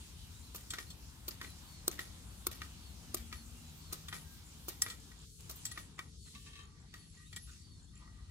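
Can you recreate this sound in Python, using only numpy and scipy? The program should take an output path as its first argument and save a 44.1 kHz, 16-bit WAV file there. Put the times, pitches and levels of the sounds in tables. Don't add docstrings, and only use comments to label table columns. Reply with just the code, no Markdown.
import sys
import numpy as np
from scipy import signal
from scipy.fft import rfft, irfft, next_fast_len
from scipy.io import wavfile
from scipy.ndimage import uniform_filter1d

SR = 44100
rng = np.random.default_rng(int(sys.argv[2]) if len(sys.argv) > 2 else 0)


def file_out(sig):
    cols = np.atleast_2d(sig).T
    lim = np.clip(cols, -1, 1)
    pcm = np.round(lim * 32767).astype(np.int16)
    wavfile.write(sys.argv[1], SR, pcm)


N = 366030
TIME = np.arange(N) / SR
HIT = SR // 2
BOUNCE_S, RATTLE_BODY_DB = 0.013, -17
SPRING_HZ, SPRING_S = 10990, 0.12

# (frequency [Hz], bandwidth [Hz], level [dB])
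HOUSING_MODES = [(1237, 50, 5), (1316, 68, 1), (1420, 68, -7), (1516, 48.4, -1.5), (1840, 67, 0),
                 (1895, 65, 11), (2310, 45, 6), (3100, 58, -2), (3480, 90, -1.5), (4310, 60, -5)]
# (frequency [Hz], level [dB])
CLICK_SPECTRUM = [(400, 1.5), (900, -3.5), (1700, -2), (3000, -26.5), (5000, 10.5), (10000, 3),
                  (12000, 6.5), (14300, 11.5), (16000, -25.5)]


def undb(db):
    return 10 ** (np.asarray(db) / 20)


def lookup(points, hz):
    f, value = np.transpose(points)
    return np.interp(np.log(np.maximum(hz, 1)), np.log(f), value)


def unit(x, seconds):
    return x / np.sqrt(np.mean(x[..., :int(seconds * SR)] ** 2))


def add(out, s, x):
    i = max(int(s * SR), 0)
    out[:, i:i + x.shape[-1]] += x[..., :N - i]


def walk(rate, size=N):
    k = max(int(SR / rate), 1)
    return 1.098 * uniform_filter1d(np.repeat(rng.standard_normal(size // k + 1), k), k)[:size]


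def colour(x, points, size=512):
    cepstrum = irfft(np.log(undb(lookup(points, np.fft.rfftfreq(size, 1 / SR)))))
    cepstrum[1:size // 2] *= 2
    cepstrum[size // 2 + 1:] = 0
    response = irfft(np.exp(rfft(cepstrum)))
    return signal.fftconvolve(x, response[None], axes=1)[:, :x.shape[1]]


def ring(x, modes, spread_db=0, detune=0):
    stretch = 1 + np.clip(detune * rng.standard_normal(), -.1, .1)
    offsets_db = spread_db * rng.standard_normal(len(modes))
    return sum(undb(db + offset) * signal.lfilter(*signal.iirpeak(hz * stretch, hz / width, fs=SR), x)
               for (hz, width, db), offset in zip(modes, offsets_db))


def contact(t60, rise, coherence):
    t = np.arange(HIT) / SR
    shared = np.sqrt(coherence) * rng.standard_normal(HIT)
    diffuse = np.sqrt(1 - coherence) * rng.standard_normal((2, HIT))
    return (shared + diffuse) * np.minimum(t / rise, 1) * undb(-60 * t / t60)


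def air_levels():
    # (time [s], level [dB])
    rumble = [(0, -1), (4.1, 0.5), (4.7, -1), (6.3, -2), (7.5, -1.5), (8.1, 2)]
    middle = [(0, 1), (2, 3), (5.8, 0.5), (6.3, -1.5), (7.6, -3.5), (8.3, -1)]
    # (time [s], duration [s], level [dB])
    dips = [(5.24, 0.11, -14), (5.32, 0.083, -14), (6.085, 0.096, -6), (6.156, 0.11, -15),
            (6.27, 0.076, -7), (6.38, 0.075, -7), (7.077, 0.066, -5.5), (7.17, 0.1685, -9),
            (7.367, 0.17, -4), (7.556, 0.12, -6), (7.685, 0.085, -4), (7.845, 0.044, -2)]
    # (time [s], hiss level [dB], top level [dB])
    treble = [(0.0, -61.5, -69), (1.2, -64, -70), (1.57, -62, -69), (4.51, -63, -68.5), (4.76, -62, -65),
              (5.18, -64, -76), (5.69, -60.5, -68), (6.06, -67.5, -99), (6.26, -62, -80),
              (6.38, -61, -71.5), (6.75, -69.5, -105), (7.2, -65, -91), (7.5, -62.5, -76),
              (7.86, -68.5, -102), (8.3, -68.5, -93)]
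    hiss_ref_db, top_ref_db = -64, -72.5
    rumble_db = np.interp(TIME, *np.transpose(rumble))
    middle_db = np.interp(TIME, *np.transpose(middle))
    for s, length, db in dips:
        add(middle_db[None], s, db * signal.windows.tukey(int(length * SR), .5))
    times, hiss, top = np.transpose(treble)
    hiss_db = np.interp(TIME, times, hiss) - hiss_ref_db
    top_db = np.interp(TIME, times, top) - top_ref_db
    return rumble_db, middle_db, hiss_db, top_db


def air():
    # (frequency [Hz], spectral density [dB/Hz])
    density = [(20, -111), (35, -82), (56, -67.5), (85, -69.5), (120, -77.5), (170, -79.5), (280, -87.5),
               (400, -95.5), (600, -103), (900, -99), (1300, -99), (1900, -103), (3600, -96.5),
               (7500, -98.5), (10500, -102), (12000, -106), (14500, -105), (16000, -118)]
    # (frequency [Hz], left minus right [dB])
    balance = [(60, 3.5), (250, 4.5), (500, 7), (900, 5), (1300, -0.5), (2700, -4), (4000, -1), (6500, 0),
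               (9000, 5.5), (13000, -1.5)]
    size = next_fast_len(N)
    hz = np.fft.rfftfreq(size, 1 / SR)
    coherence = lookup([(250, 0.918), (600, 0.18), (1200, 0.63), (2500, 0.24), (8000, 0.017)], hz)
    noise = rfft(rng.standard_normal((3, size)))
    pan = undb(lookup(balance, hz) * np.array([[.5], [-.5]]))
    shared = noise[2] * np.exp(-2j * np.pi * hz * np.array([[.00014], [0]]))
    white = np.sqrt(coherence) * shared + np.sqrt(1 - coherence) * noise[:2]
    spectrum = white * pan * undb(lookup(density, hz) - 3) * np.sqrt(SR / 2)
    rumble_db, middle_db, hiss_db, top_db = air_levels()
    centres = [40, 80, 160, 280, 430, 580, 780, 1020, 1320, 1680, 2120, 2700, 3500, 5500, 8000,
               11000, 12500]
    # (frequency [Hz], slope [dB/dB])
    middle_slope = [(160, 0.11), (430, 0.6), (650, 2), (1000, 1.7), (1500, 1.1), (2300, 0.75), (4500, 0)]
    hiss_slope = [(1280, 0.262), (2560, 1.213), (5120, 1.03), (10240, 1.76)]
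    flicker_slope = [(2300, 0.4), (3500, 0.58), (8000, 0.39), (12500, 0.46)]
    out = 0
    for centre, weights in zip(centres, np.eye(len(centres))):
        band = irfft(spectrum * lookup(np.transpose([centres, weights]), hz), size)[:, :N]
        db = middle_db * lookup(middle_slope, centre) + rumble_db * (centre < 100)
        db += top_db if centre == centres[-1] else hiss_db * lookup(hiss_slope, centre)
        flicker_db = lookup([(100, 1.33), (1000, 1.44), (5000, 2.02)], centre)
        flicker_db += 0.077 * abs(db) * lookup(flicker_slope, centre)
        flicker_db += 1.46 * np.clip(-middle_db, 0, 2) * (500 < centre < 3000)
        out = out + band * undb(db + flicker_db * walk(16))
    return out


def drones():
    # (time [s], duration [s], frequency [Hz], bandwidth [Hz], flutter [dB], level [dB])
    far_tones = [(1.4, 1.86, 175, 6.3, 1, -68), (1.5, 1.35, 212, 10, 0.5, -72),
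                 (2.852, 1.06, 230.6, 13.4, 2, -62.5), (3.4, 1.08, 159.9, 9.01, 0.5, -58),
                 (3.421, 4.454, 430.2, 85, 1.5, -77.5), (3.5, 6, 156.7, 9, 1, -70),
                 (4.198, 0.24, 1611, 39, 4, -73), (4.932, 0.23, 1730, 35, 4, -78),
                 (6.101, 2.8, 4300, 62, 2, -78)]
    pan = np.array([[1.15], [.85]])
    out = np.zeros((2, N))
    for s, length, hz, width, flutter_db, db in far_tones:
        n = int(length * SR)
        phase = 2 * np.pi * np.cumsum(hz + .5 * width * walk(2 * width)[:n]) / SR
        tone = np.sin(phase) * undb(flutter_db * walk(18)[:n]) * signal.windows.tukey(n, .7)
        add(out, s, undb(db + 2.5) * tone * pan)
    return out


def whistle(hz, db):
    u = np.linspace(0, 1, len(hz))
    waver = 1 + .012 * walk(300, size=len(u)) + .004 * walk(70, size=len(u))
    flutter = undb(2.2 * walk(90, size=len(u)) - 1)
    swell = np.sqrt(abs(np.sin(np.pi * u ** .85)))
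    return undb(db) * flutter * swell * np.sin(2 * np.pi * np.cumsum(hz * waver) / SR)


def birds():
    # (time [s], duration [s], top frequency [Hz], sag [Hz/s], level [dB])
    slurs = [(0.176, 0.085, 3200, 3750, -64), (0.414, .09, 4300, 3680, -61.5),
             (1.448, 0.099, 4300, 3740, -58), (1.656, 0.175, 4550, 2460, -60),
             (2.264, 0.13, 4670, 2800, -68), (2.775, 0.17, 4680, 3640, -59.5),
             (3.018, 0.12, 3270, 5060, -65.5), (3.22, 0.064, 3480, 3720, -62),
             (3.343, 0.085, 4540, 3705, -57), (3.55, 0.072, 2940, 3700, -66),
             (3.602, 0.157, 4073, 1697, -64), (3.73, 0.049, 3460, 3000, -65),
             (3.773, 0.23, 4680, 3720, -62), (5.248, 0.17, 4610, 3000, -65.5),
             (6.188, 0.12, 4630, 5050, -57.5), (6.876, 0.215, 4760, 2280, -64),
             (7.6, 0.22, 4740, 2490, -61.5), (8.175, 0.124, 4190, 3750, -72)]
    # (time [s], starting frequency [Hz], level [dB])
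    rises = [(.325, 3450, -64), (.855, 3927, -60), (6.62, 3340, -77), (7.24, 3410, -65), (7.865, 3180, -68)]
    # (time [s], level [dB])
    chips = [(.395, -67), (1.59, -71), (3.681, -67.5), (4.464, -66.5), (4.976, -68.5), (5.19, -67),
             (5.962, -69.5), (6.634, -68), (7.1, -70.5), (7.15, -67.5), (7.515, -68), (7.83, -70.5),
             (7.955, -66)]
    flick_hz, flick_s, rise_hz, rise_s = 520, .009, 482, 0.067
    far, near = np.zeros((2, 2, N))
    for s, length, top_hz, sag, db in slurs:
        t = TIME[:int(length * SR)]
        add(far, s, whistle(top_hz - sag * t - flick_hz * np.exp(-t / flick_s), db))
    for when, height in rng.random((12, 2)):
        hz = np.interp(height, [0, 1], [2800, 4700]) - 3000 * TIME[:int(.08 * SR)]
        add(far, when * (N - HIT) / SR, whistle(hz, db=-70))
    climb_hz = rise_hz * np.sin(np.pi * .62 * np.linspace(0, 1, int(rise_s * SR)))
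    for s, start_hz, db in rises:
        add(far, s, whistle(start_hz + climb_hz, db))
    u = np.linspace(0, 1, int(0.0073 * SR))
    faint_chips = [(s, -72.5) for s in rng.uniform(0, (N - HIT) / SR, size=22)]
    for s, db in list(chips) + faint_chips:
        hz = 7750 * (1 + 0.03 * rng.standard_normal())
        for lag, ratio, gain_db in [(0, 0.94, 11), (rng.uniform(.014, .028), 0.95, 11.5)]:
            phase = 2 * np.pi * np.cumsum(hz * ratio * (1 + 0.15 * (u - .5))) / SR
            add(near, s + lag - .002, undb(db + gain_db) * np.sin(np.pi * u) * np.sin(phase))
    trees = contact(t60=.15, rise=.004, coherence=0)
    scattered = signal.fftconvolve(far, trees / np.sqrt(np.sum(trees ** 2)), axes=1)[:, :N]
    return near + .66 * far + .8 * scattered


def shiver(length, hz, db, width_hz=130, fade_db=13):
    n = int(length * SR)
    tone = ring(rng.standard_normal((2, n + HIT // 8)), [(hz, width_hz, 0)])
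    tone = ring(tone, [(hz, 4 * width_hz, 0)])[:, -n:]
    envelope = signal.windows.tukey(n, .25) * undb(-fade_db * np.linspace(0, 1, n))
    return undb(db) * unit(tone * envelope, length)


def rattle(crack_db, housing_db, top_db=2.5, decay_s=0.033):
    t = np.arange(HIT) / SR
    bounces = undb(2.5 * walk(450, size=HIT))
    envelope = np.minimum(t / 0.003, 1) * np.exp(-(t / decay_s) ** 0.88)
    chatter = rng.standard_normal((2, HIT)) * bounces * envelope
    scrape = colour(chatter, [(400, 6.5), (1000, -5.5), (3800, 2), (7500, 0.5), (10000, -2),
                              (14000, top_db), (16000, -15.5)])
    body = unit(ring(chatter, HOUSING_MODES, spread_db=4, detune=0.004), 2 * decay_s)
    return undb(crack_db + 4) * unit(scrape, 0.57 * decay_s) + undb(housing_db + 5) * body


def thump(push_s):
    # (frequency [Hz], bandwidth [Hz], level [dB])
    grip_modes = [(347, 57, 6), (432, 28.5, -6.5)]
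    t = np.arange(HIT) / SR
    return unit(ring(t * np.exp(-t / push_s), grip_modes), 0.0032)


def friction(length, modes):
    n = int(length * SR)
    noise = rng.standard_normal((3, HIT))
    slips = (noise[2] + 0.93 * noise[:2]) * undb(4.5 * walk(100, size=HIT))
    scrape = colour(ring(slips, modes, spread_db=3.5), [(700, -19), (1100, 2), (4000, 2), (9000, -11)])
    return unit(scrape[:, :n] * signal.windows.tukey(n, .4), length)


def easing():
    # (time [s], duration [s], level [dB])
    rubs = [(3.908, 0.03, -58.5), (5.755, 0.0285, -57), (6.266, 0.026, -67.5), (7.466, 0.045, -63),
            (7.512, 0.03, -70)]
    trembles = [(6.599, 0.31, -81), (6.971, 0.14, -76.5), (7.159, 0.129, -68), (7.521, 0.29, -79.5),
                (7.881, 0.49, -71)]
    # (frequency [Hz], bandwidth [Hz], level [dB])
    rub_modes = [(1270, 133, 0.5), (1410, 120, 5), (1864, 140, 1.5), (2490, 110, 0), (2770, 180, -7),
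                 (3650, 300, -6)]
    tremble_modes = [(1202, 49, 4), (1529, 39, -6.5), (1913, 43, 9.5), (2315, 39, -6.5), (2794, 46, -6),
                     (3680, 200, -4.5)]
    # (time [s], duration [s], frequency [Hz], level [dB])
    spring_tones = [(5.717, 0.14, 10980, -61), (6.937, 0.58, 10800, -72.5), (7.368, 0.11, 10800, -61),
                    (7.916, 0.35, 10970, -79.5)]
    out = np.zeros((2, N))
    for touches, modes in [(rubs, rub_modes), (trembles, tremble_modes)]:
        for s, length, db in touches:
            add(out, s, undb(db) * friction(length, modes))
    for s, length, hz, db in spring_tones:
        add(out, s, shiver(length, hz, db, width_hz=17, fade_db=4))
    return out


def pings():
    # (time [s], frequency [Hz], bandwidth [Hz], t60 [s], level [dB])
    ringing_parts = [(0.608, 13600, 300, .04, -61), (1.308, 4900, 500, .04, -50),
                     (1.5035, 10000, 8000, .006, -52), (1.913, 6300, 900, .015, -45),
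                     (1.992, 13700, 400, .07, -53), (5.407, 7500, 6000, 0.0087, -51),
                     (5.556, 13600, 200, .16, -56.5), (5.668, 7800, 120, 0.12, -53),
                     (6.585, 1165, 18, .6, -68)]
    out = np.zeros((2, N))
    for s, hz, width, t60, db in ringing_parts:
        tone = ring(contact(t60, rise=.001, coherence=.3), [(hz, width, 0)])
        add(out, s, undb(db) * unit(tone, t60 / 4))
    return out


def lever_taps():
    # (time [s], level [dB], t60 [s])
    taps = [(6.349, -54.5, 0.1), (6.383, -69, 0.9), (6.462, -57.5, 0.3), (6.531, -57.5, 0.1),
            (6.554, -55.5, 0.28), (6.59, -57, 0.23), (6.955, -66, 0.44)]
    # (frequency [Hz], bandwidth [Hz], level [dB])
    lever_modes = [(1156, 15, 9), (1825, 43, 6), (2190, 46, -3), (2650, 110, 3), (2900, 59, -8),
                   (3150, 18, 11), (3600, 136, -3.5), (3800, 78, 0)]
    out = np.zeros((2, N))
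    for s, db, t60 in taps:
        blow = contact(t60, rise=0.0011, coherence=0.44)
        chatter = undb(-17 + 3.06 * walk(181, size=HIT)) * contact(.2, rise=0.004, coherence=0.57)
        crack = colour(blow, [(400, 8), (800, -11.5), (2500, 6), (3800, 0), (7000, 2), (11000, -13),
                              (14000, -34)])
        lever = ring(blow + chatter, lever_modes)
        add(out, s, undb(db - 1) * unit(lever, 0.0166) + undb(db - 7) * unit(crack, 0.012))
    return out


def catch_snaps():
    # (time [s], steel level [dB], housing level [dB], t60 of the clink [s], spring level [dB])
    snaps = [(0.704, -40, -53, 0.063, -68), (0.903, -54, -66.5, 0.072, -80), (4.083, -50, -48, 0.04, -61),
             (4.8197, -25, -39.5, 0.022, -45), (4.899, -48.5, -50, 0.12, -70), (5.653, -37, -50, 0.04, -62),
             (5.663, -43, -62, 0.039, -74), (5.714, -47.5, -49.5, 0.042, -56),
             (7.328, -59, -52, 0.042, -78), (7.3619, -44.5, -51.5, 0.038, -63)]
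    # (frequency [Hz], bandwidth [Hz], level [dB])
    steel_modes = [(5690, 230, 6.5), (6570, 420, 4.5), (7590, 220, 15), (8050, 200, 5.5), (8950, 300, 0),
                   (10200, 270, -18.5), (10750, 57, 5.5), (13900, 400, 4.5)]
    clink_modes = [(3240, 100, 3.5), (3564, 110, 5), (4230, 49, 4.5), (4300, 210, -8)]
    out = np.zeros((2, N))
    for s, steel_db, housing_db, t60, spring_db in snaps:
        strike = contact(1.2 * t60, rise=0.00034, coherence=0.47)
        steel = ring(strike, steel_modes, spread_db=1.5, detune=.002)
        steel += undb(-20) * colour(strike, CLICK_SPECTRUM)
        clink = ring(contact(t60, rise=.001, coherence=.2), clink_modes, spread_db=2, detune=.01)
        blow = contact(1.36 * t60, rise=0.00048, coherence=0.61)
        knock = ring(blow, HOUSING_MODES, spread_db=4, detune=.002)
        slip = ring(contact(0.0137, rise=0.001, coherence=0.17), steel_modes)
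        add(out, s - .003, undb(steel_db - 13) * unit(slip, .003))
        add(out, s, undb(steel_db + 2.5) * unit(steel, .0036))
        add(out, s, undb(0.44 * steel_db - 30.5) * unit(clink, .002))
        add(out, s, undb(housing_db - 3) * unit(knock, 0.016))
        add(out, s + BOUNCE_S, rattle(steel_db - 31, steel_db - 31 + RATTLE_BODY_DB))
        add(out, s, shiver(0.5 * SPRING_S, SPRING_HZ, spring_db, fade_db=31))
    return out


def lever_clacks():
    # (time [s], crack level [dB], housing level [dB], t60 [s], rattle level [dB], spring level [dB])
    clacks = [(0.735, -41.5, -42, 0.069, -61, -74), (0.784, -44.5, -42, 0.077, -56, -66),
              (1.413, -49.5, -43.5, 0.041, -56.5, -70), (1.445, -58, -49, 0.054, -65, -66),
              (1.9902, -45.5, -39.5, 0.075, -54, -64), (2.617, -48.5, -43, 0.03, -60, -73),
              (3.326, -48, -43, 0.057, -60, -63.5), (4.126, -48, -41, 0.13, -53.5, -59),
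              (4.862, -49.5, -43.5, 0.062, -54.5, -63), (5.116, -62, -58.5, 0.0295, -86, -85),
              (5.7745, -50, -44, 0.087, -58.5, -69), (5.99, -47.5, -40.5, 0.032, -66.5, -72),
              (6.939, -52.5, -50.5, 0.057, -68, -75), (7.364, -49, -52.5, 0.084, -85, -85)]
    # (frequency [Hz], level [dB])
    crack_spectrum = [(100, -6), (350, -3), (700, -7), (2500, -3.5), (3600, 8), (4500, 3.5), (6000, 3),
                      (9000, -6), (14000, -2), (16000, -45)]
    # (frequency [Hz], bandwidth [Hz], level [dB])
    knock_modes = [(1335, 370, 0.17), (1900, 500, 1.5)]
    out = np.zeros((2, N))
    for s, crack_db, housing_db, t60, rattle_db, spring_db in clacks:
        crack = colour(contact(t60, rise=.002, coherence=.2), crack_spectrum)
        blow = contact(0.028, rise=0.00045, coherence=0.94)
        blow += undb(-7.5) * contact(t60, rise=0.0078, coherence=0.88)
        knock = unit(ring(contact(0.039, rise=0.0017, coherence=0.97), knock_modes), 0.0082)
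        body = unit(ring(blow, HOUSING_MODES, spread_db=0.5, detune=0.0018), 0.014)
        brush = ring(contact(0.05, rise=0.0066, coherence=0.306), knock_modes)
        housing = undb(-5) * knock + undb(-2.5) * body + undb(-14) * thump(0.00034)
        add(out, s - .012, undb(housing_db - 16.5) * unit(brush, .012))
        add(out, s, undb(crack_db - 3) * unit(crack, 0.015) + undb(housing_db) * housing)
        add(out, s + BOUNCE_S, rattle(rattle_db, rattle_db + RATTLE_BODY_DB + 5, top_db=-6))
        add(out, s, shiver(SPRING_S, SPRING_HZ, spring_db))
    return out


def pawl_crack(crack_db, ring_db, t60):
    # (frequency [Hz], bandwidth [Hz], level [dB])
    tooth_modes = [(8800, 520, 4), (9550, 450, -1)]
    pawl_modes = [(4520, 730, 6), (6800, 350, 0.5), (10800, 167, 1), (12700, 600, -9), (13600, 400, 15.5)]
    blow = contact(t60, rise=0.0012, coherence=0.2)
    blow[:, int(.001 * SR)] += undb(13.5)
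    tooth = undb(0.96 * (crack_db + 33.5)) * ring(blow, tooth_modes, spread_db=3, detune=0.0093)
    pawl = undb(ring_db) * ring(blow, pawl_modes, spread_db=2.5, detune=0.008)
    crack = tooth + pawl + undb(-8.5) * colour(blow, CLICK_SPECTRUM)
    return undb(crack_db - 4.5) * unit(crack, 0.0028)


def pawl_clicks():
    # (time [s], seating delay [s], crack level [dB], seating re crack [dB], pawl ring within crack [dB],
    #  housing level [dB], thump level [dB], rattle delay [s], rattle level [dB])
    clicks = [(0.547, 0.011, -40, 1.5, -2, -46, -49, 0.028, -61.5),
              (1.2809, 0.0055, -33, -3, 3, -44, -40, 0.024, -57),
              (1.879, 0.0014, -19.5, -2.5, 2, -36.5, -29, 0.034, -53.5),
              (2.4676, 0.00089, -23.5, -1.5, 0.5, -35.5, -32, 0.044, -52.5),
              (3.144, 0.0016, -27.5, -2.5, -2, -40, -33, 0.021, -53),
              (3.926, 0.0033, -35, 2, -6, -44, -42, 0.012, -56),
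              (4.683, 0.005, -33, 0, -2, -45, -37.5, 0.011, -55),
              (5.496, 0.014, -39, -2.5, -4, -46.5, -54.5, 0.0221, -64)]
    # (frequency [Hz], bandwidth [Hz], level [dB])
    loaded_modes = [(680, 370, -2.5), (1190, 170, 5.5), (2600, 1100, -3)]
    firm_t60_s, firm_db, doubling_db = 0.022, -25.5, 8
    lead = int(.02 * SR)
    out = np.zeros((2, N))
    for s, seat_s, crack_db, seat_db, ring_db, housing_db, thump_db, rattle_s, rattle_db in clicks:
        t60 = firm_t60_s * 2 ** ((firm_db - crack_db) / doubling_db)
        tick = ring(contact(1.34 * t60, rise=0.000138, coherence=0.89), loaded_modes)
        add(out, s, pawl_crack(crack_db, ring_db, t60))
        add(out, s, undb(housing_db - 6) * unit(tick, 0.015) + undb(thump_db - 6.2) * thump(0.0002))
        add(out, s + seat_s, pawl_crack(crack_db + seat_db, ring_db, 0.914 * t60))
        add(out, s + rattle_s, rattle(rattle_db, rattle_db + RATTLE_BODY_DB))
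        add(out, s + seat_s, shiver(0.022, hz=13600, db=rattle_db + ring_db - 3.5))
        slide = colour(contact(0.0144, rise=0.00021, coherence=0.18), CLICK_SPECTRUM)
        add(out, s + 0.00067 - lead / SR, undb(.5 * crack_db - 31.5) * unit(slide, 0.0031)[:, lead::-1])
    return out


def ratchet():
    # (frequency [Hz], left minus right [dB])
    balance = [(300, 3.5), (700, 5.5), (1300, -2.5), (2400, 3.5), (4400, 1.5), (6500, 1.5), (8000, 3),
               (10500, 6), (13000, -2.5)]
    direct = pawl_clicks() + lever_clacks() + catch_snaps() + pings() + lever_taps() + easing()
    direct[0] = np.roll(direct[0], 5)
    bank = contact(0.19, rise=0.0079, coherence=0)
    bank = colour(bank, [(200, -5.5), (1500, -3), (5000, -12), (14000, -28)])
    bank /= np.sqrt(np.sum(bank ** 2) / 2)
    both = direct + undb(-18) * signal.fftconvolve(direct, bank, axes=1)[:, :N]
    left = [(hz, db - 10 * np.log10((1 + undb(2 * db)) / 2)) for hz, db in balance]
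    right = [(hz, -10 * np.log10((1 + undb(2 * db)) / 2)) for hz, db in balance]
    return np.vstack([colour(both[:1], left), colour(both[1:], right)])


def scene():
    return ratchet() + air() + birds() + drones()


def record(dry):
    cutoff_hz = 15800
    return signal.sosfilt(signal.ellip(10, .2, 75, cutoff_hz, fs=SR, output="sos"), dry)


dry = scene()
out = record(dry)
file_out(out)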